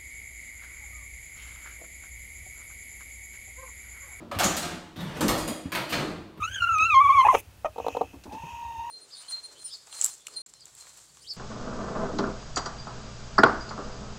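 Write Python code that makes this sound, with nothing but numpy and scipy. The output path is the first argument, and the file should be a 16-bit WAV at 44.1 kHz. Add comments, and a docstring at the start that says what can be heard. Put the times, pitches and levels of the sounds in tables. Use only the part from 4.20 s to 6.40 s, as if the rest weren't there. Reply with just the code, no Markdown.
"""Clacking mechanism in a bare room

A mechanism is worked in three bursts of clacks, some way off in an echoing room. Its parts chatter as they
meet, steel pieces ring, and something slides before the second burst. The housing hums with low notes after
some clacks and rattles. A soft, dry bump sounds close by; a ceiling fan runs quietly underneath."""
import sys
import numpy as np
from scipy import signal
from scipy.io import wavfile

SR = 44100
rng = np.random.default_rng(int(sys.argv[2]) if len(sys.argv) > 2 else 0)


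def transcribe(u):
    """Save the signal u as a 16-bit wav file named by the first command-line argument.

    u: samples, shape (n,) or (channels, n), limited to [-1, 1]; the rate is SR.
    q: integer samples, one column per channel.
    """
    v = np.clip(np.atleast_2d(u).T, -1, 1)
    q = np.round(v * 32767).astype(np.int16)
    wavfile.write(sys.argv[1], SR, q)


N = 97020

# The blows. Each row: start in seconds, chatter fade time in seconds,
# then the strength in dB of the thud, knock, clack, snap and fizz (low to high sounds).
CLACKS = [ (.003, .020, 15, 2, -18, -27, -59), (0.114, 0.01, 8, 16.5, 3, -9.5, -19),
          (0.149, 0.023, 26.5, -14, 0, -14, -24), (0.188, 0.012, 10.5, 21.5, 12.5, 7, 4.5),
          (.197, 0.012, 18, 25.5, 13.5, 12.5, -26), (.234, 0.0051, 18, 1, 15.5, 8, -2.5),
          (.243, 0.0085, 25.5, 19.5, 7.5, -3, -5), (0.367, 0.0066, 9.5, 10, 7.5, 11, -0.5),
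          (0.72, 0.0045, 4, -31, -39, -46, -49), (0.761, 0.011, 16, -1.5, -5, -24, -20),
          (0.807, 0.014, 6, -7, -3, -15, -17), (0.971, 0.0072, 13, 3, -11, -8, -19),
          (1.008, 0.004, 26, 23, 7.5, 9, -1.5), (1.027, 0.029, 26, 14, 2, 4, -20),
          (1.082, 0.0044, 18, 23.5, 13, 13, 4.5), (1.093, 0.021, 16.5, 26.5, -10, -10, -14),
          (1.179, 0.018, 13, 8, -1, 3, -6.5), (1.277, 0.0033, 19, 12, 3.5, -1.5, -7),
          (1.452, 0.005, 2, -9, -8, -35, -39), (1.519, 0.014, 15.5, 12, 11, -1.5, -4.5),
          (1.550, 0.019, 12.5, 18, 14.5, 1, -3.5), (1.724, 0.009, 23.5, 19, 15, 4.5, -16),
          (2.174, 0.0055, 15, -2.5, -14.5, -32, -29)]
CHATTER_DB = -4  # compared with the blow

def clack(fade_s, strength_db):
    """Two parts meet in one blow, then chatter as they settle."""
    t = np.arange(SR // 4) / SR
    force = amp(CHATTER_DB) * contacts(np.exp(-t / fade_s))
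    force[0] += 1  # the blow itself
    return housing(force / np.linalg.norm(force), strength_db)


def contacts(envelope, per_s=1500, spread_db=2.5):
    """Tiny random taps whose strength follows the envelope, with a total energy of 1."""
    n = len(envelope)
    taps = rng.choice([-1., 1.], n) * amp(spread_db * rng.standard_normal(n))
    touching = rng.random(n) < per_s / SR
    force = taps * touching * envelope
    return force / (np.linalg.norm(force) + 1e-9)


# Where the thud, knock, clack, snap and fizz lie, in Hz.
STRENGTH_HZ = [170, 750, 2600, 7500, 13000]
# The tone of the housing. Each row: frequency in Hz, level in dB.
HOUSING_TONE = [(25, -11), (45, -17.5), (75, -13), (100, -4.5), (125, -17.5), (165, -3.5), (240, -4),
                (310, -2.5), (440, -8), (590, -1.5), (800, -5), (1250, -2), (1700, -3.5), (2600, -5),
                (4200, -5), (5300, -8.5), (7200, -8), (9400, -5), (10500, -9.5), (13000, -2), (16000, -13)]

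def housing(force, strength_db):
    """A force becomes a sound, shaped by the housing and by how hard the contact is."""
    return colour(force, HOUSING_TONE, list(zip(STRENGTH_HZ, strength_db)))


# Rattles with no clear blow. Each row: start in seconds, swell time in seconds,
# then five strengths in dB, as for the clacks.
RATTLES = [ (.415, 0.012, 18, 13, 8, 1.5, -16), (.485, 0.013, 17.7, 4.7, 1.5, -8, -30),
           (1.688, 0.013, 20, 4.4, 9, -0.5, -3.5), (1.770, 0.015, 19, 17.5, 4.5, -5, -20),
           (1.860, 0.023, 19.4, 6.8, -9.5, -14, -29)]

def rattle(swell_s, strength_db):
    """Loose parts jostle and sound through the housing."""
    return housing(jostle(swell_s), strength_db)


def jostle(swell_s):
    """A flurry of taps that swells and dies away."""
    age = np.arange(SR // 4) / SR / swell_s
    return contacts(age * np.exp(-age))


# Latches and edges grating. Each row: start in seconds, swell time in seconds,
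# level in dB, pitch in Hz, width of the resonance in Hz.
GRATES = [(0.232, 0.0039, 14.5, 6880, 1190), (0.234, 0.0041, 3, 6000, 600), (.757, 0.005, -5, 3770, 540),
          (1.520, .022, 4, 4240, 446), (1.725, 0.016, 8.5, 4250, 298)]

def grate(swell_s, db, hz, width_hz):
    """Quick slips make a small part ring around one pitch."""
    resonance = signal.iirpeak(hz, hz / width_hz, SR)
    return amp(db) * signal.lfilter(*resonance, jostle(swell_s))


# Steel clinks. Each row: start in seconds, level in dB, brightness in dB per octave.
CLINKS = [(1.189, -42.5, -3.5), (1.275, -36, 1.5)]
# The steel's notes. Each row: pitch in Hz, level in dB, seconds to fade by 60 dB.
STEEL_NOTES = [(2440, -9, 0.19), (3287, -10, 0.52), (4840, -3, 0.13), (6900, -1.5, 0.14), (8300, -3.5, .12),
               (8800, -11, .11), (9600, -3, 0.12), (9900, -4, .09), (10850, -4, 0.085), (13040, -17, 0.1),
               (14500, -15, .11)]

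def clink(db, tilt_db):
    """Steel pieces ring in clusters of close, high notes."""
    return amp(db) * ring(STEEL_NOTES, tilt_db, spread=0.0217, count=10)


# Hums after some clacks and rattles. Each row: start in seconds, level in dB.
HUMS = [(0.241, -49), (.520, -44.5), (1.100, -45), (1.749, -55)]
# The housing's notes. Each row: pitch in Hz, level in dB, seconds to fade by 60 dB.
HOUSING_NOTES = [(182, 0.5, 0.68), (312, -4, 0.68), (537, -3, 0.19), (596, -23, 0.32), (712, 1, 0.6),
                 (858, -3.5, 0.92)]

def hum(db):
    """The housing keeps vibrating at its own low notes."""
    return amp(db) * ring(HOUSING_NOTES)


# The push on the sliding part. Each row: time in seconds, relative force in dB.
SLIDE_FORCE = [(0.764, -30), (0.801, -0.5), (0.824, 0.5), (.87, -3), (.93, -2.5), (.97, 0), (1.009, -13)]
# The tone of the rubbing. Each row: frequency in Hz, level in dB.
RUB_TONE = [(30, -20), (70, -2), (120, -2), (170, 2.5), (260, -3.5), (450, -6), (800, -9), (1500, -11),
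            (3800, -23), (5500, -28), (9000, -34.5), (15000, -46)]
SLIPS_PER_S, RUB_DB = 900, -37.5
RASP_HZ, RASP_OCTAVES_PER_S, RASP_WIDTH_HZ, RASP_DB = 3910, -3.5, 210, -51.5

def slide():
    """One part drags along another in uneven slips, with a rasp that sinks as it travels."""
    t = np.arange(N) / SR
    slips = rng.standard_normal(N) * (rng.random(N) < SLIPS_PER_S / SR)
    times, force_db = np.transpose(SLIDE_FORCE)
    travel_s = np.clip(t, times[0], times[-1]) - times[0]
    hz = RASP_HZ * 2 ** (RASP_OCTAVES_PER_S * travel_s)
    rasp = resonate(resonate(slips, hz, RASP_WIDTH_HZ), hz, RASP_WIDTH_HZ)
    rub = at_level(colour(slips, RUB_TONE), RUB_DB)
    force = np.interp(t, times, amp(force_db), left=0, right=0)
    return (rub + at_level(rasp, RASP_DB)) * force


# Low shudders. Each row: start in seconds, length in seconds, level in dB, pitch in Hz.
SHUDDERS = [(0.113, 0.11, -44.5, 79.5), (.225, 0.065, -34, 157), (.785, .17, -42.5, 164),
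            (1.033, .13, -40, 44), (1.004, .13, -32.5, 310), (1.08, 0.11, -38.5, 130),
            (1.145, 0.17, -48, 44.3), (1.275, .065, -36.5, 237), (1.52, .15, -44, 153),
            (1.69, .2, -41.5, 157), (1.736, .25, -40.5, 325)]
SHUDDER_WIDTH = 0.36  # width of the noise band as a share of the pitch

def shudder(length_s, db, hz):
    """A rumble swells and fades as the mechanism is pushed about."""
    n = round(length_s * SR)
    edges_hz = hz * np.exp([-SHUDDER_WIDTH / 2, SHUDDER_WIDTH / 2])
    band = signal.butter(2, edges_hz, "band", fs=SR, output="sos")
    rumble = signal.sosfilt(band, rng.standard_normal(SR))[-n:]
    return at_level(rumble * np.hanning(n), db)


# The bump's notes. Each row: pitch in Hz, level in dB, seconds to fade by 60 dB.
BUMP_NOTES = [(88.5, -3.5, .12), (180, -3.5, 0.11), (274.5, 1.5, .09)]
BUMP_START_S, BUMP_DB, BUMP_RISE_S = 1.454, -26.5, 0.0018

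def bump():
    """A soft bump close by: low notes that ease in and die quickly."""
    t = np.arange(SR) / SR
    return amp(BUMP_DB) * ring(BUMP_NOTES) * (1 - np.exp(-t / BUMP_RISE_S))


# How long the echo lasts. Each row: frequency in Hz, seconds to fade by 60 dB.
ECHO_FADE = [(60, 0.93), (170, 0.62), (320, 0.93), (700, 0.56), (1800, 0.67), (4800, 0.64), (8000, 0.57),
             (14000, 0.42)]
# The room's own notes (standing waves). Each row: pitch in Hz, level in dB, seconds to fade by 60 dB.
ROOM_NOTES = [(96, -68, 0.86), (164.9, -56, 0.66), (187.8, -68, 0.27), (317, -63.5, 2.06)]
DIRECT_DB, TAIL_RISE_S = -17, 0.0027
EARLY_DB, EARLY_FADE_S, EARLY_PER_S, EARLY_CUT_HZ = -1.5, 0.018, 4000, 2460

def room(sound):
    """Sound arrives directly, then as early reflections, a wash of echo and the room's own notes."""
    t = np.arange(SR) / SR
    hz, times, spectrum = signal.stft(rng.choice([-1., 1.], SR), SR, nperseg=256)
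    fade = np.exp(-np.log(1000) * times / look_up(ECHO_FADE, hz)[:, None])
    tail = signal.istft(spectrum * fade, SR, nperseg=256)[1][:SR]
    tail *= 1 - np.exp(-t / TAIL_RISE_S)
    early = rng.choice([-1., 1.], SR) * (rng.random(SR) < EARLY_PER_S / SR) * np.exp(-t / EARLY_FADE_S)
    # The first arrivals are mostly treble; the bass builds up with the tail.
    early = signal.lfilter(*signal.butter(1, EARLY_CUT_HZ, "high", fs=SR), early)
    echo = tail / np.linalg.norm(tail) + amp(EARLY_DB) * early / np.linalg.norm(early)
    echo += ring(ROOM_NOTES)
    echo[0] += amp(DIRECT_DB)
    return signal.fftconvolve(sound, echo)


# The tone of the fan and the room's air. Each row: frequency in Hz, level in dB.
FAN_TONE = [(25, -31), (60, 0), (100, -10.5), (180, -3.5), (300, -6.5), (500, -17), (1000, -10),
            (1600, -26), (3500, -24), (6000, -35), (10000, -39), (16000, -42)]

def fan():
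    """A ceiling fan moves the air in a steady, soft rush."""
    return at_level(colour(rng.standard_normal(N), FAN_TONE), db=-54.5)


def ring(notes, tilt_db=0, spread=0, count=1):
    """One second of fading notes, each made of `count` sine waves scattered around its pitch."""
    t, out = np.arange(SR) / SR, np.zeros(SR)
    middle_hz = notes[len(notes) // 2][0]
    for hz, db, fade_s in notes:
        pitches = hz * (1 + spread * rng.uniform(-1.095, 1, (count, 1)))
        waves = rng.choice([-1., 1.], count) @ np.sin(2 * np.pi * pitches * t) / np.sqrt(count)
        gain = amp(db + tilt_db * np.log2(hz / middle_hz))
        out += gain * np.exp(-np.log(1000) * t / fade_s) * waves
    return out


def resonate(sound, hz, width_hz):
    """Keeps a narrow band of the sound around a moving pitch."""
    turn = np.exp(2j * np.pi * np.cumsum(hz) / SR)
    decay = np.exp(-np.pi * width_hz / SR)
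    return 2 * (turn * signal.lfilter([1 - decay], [1, -decay], sound / turn)).real


def colour(sound, *tones):
    """Shapes a sound's bass and treble by the sum of the given tone tables."""
    hz = abs(np.fft.fftfreq(4096, 1 / SR))
    log_gain = np.log(amp(sum(look_up(tone, hz) for tone in tones)))
    response = np.exp(np.conj(signal.hilbert(log_gain)))  # nothing rings before it is struck
    return signal.fftconvolve(sound, np.fft.ifft(response).real)[:len(sound)]


def look_up(table, hz):
    """Reads between a table's rows on a musical (logarithmic) pitch scale."""
    row_hz, values = np.transpose(table)
    return np.interp(np.log(hz + 1), np.log(row_hz + 1), values)


def amp(db):
    """Turns decibels into a multiplier."""
    return 10 ** (np.asarray(db) / 20)


def at_level(sound, db):
    """Sets a sound's average (rms) level."""
    return amp(db) * sound / np.sqrt(np.mean(sound ** 2) + 1e-20)


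def add(mix, start_s, sound):
    """Mixes a sound in at its start time."""
    part = mix[round(start_s * SR):][:len(sound)]
    part += sound[:len(part)]


def scene():
    """The mechanism over the fan; the bump, shudders and hums get no echo."""
    out = fan()
    add(out, BUMP_START_S, bump())
    for start_s, length_s, db, hz in SHUDDERS:
        add(out, start_s, shudder(length_s, db, hz))
    out += room(slide())[:N]
    for start_s, fade_s, *strength_db in CLACKS:
        add(out, start_s, room(clack(fade_s, strength_db)))
    for start_s, swell_s, *strength_db in RATTLES:
        add(out, start_s, room(rattle(swell_s, strength_db)))
    for start_s, db, tilt_db in CLINKS:
        add(out, start_s, room(clink(db, tilt_db)))
    for start_s, swell_s, db, hz, width_hz in GRATES:
        add(out, start_s, room(grate(swell_s, db, hz, width_hz)))
    for start_s, db in HUMS:
        add(out, start_s, hum(db))
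    return out[None]


LOW_CUT_HZ, HIGH_CUT_HZ = 24.2, 15850

def record(dry):
    """Trims away the deepest bass and the highest treble."""
    low_cut = signal.butter(4, LOW_CUT_HZ, "high", fs=SR, output="sos")
    high_cut = signal.firwin(511, HIGH_CUT_HZ, window=("kaiser", 9), fs=SR)
    return signal.oaconvolve(signal.sosfilt(low_cut, dry), high_cut[None], "same")


dry = scene()
out = record(dry)
transcribe(out)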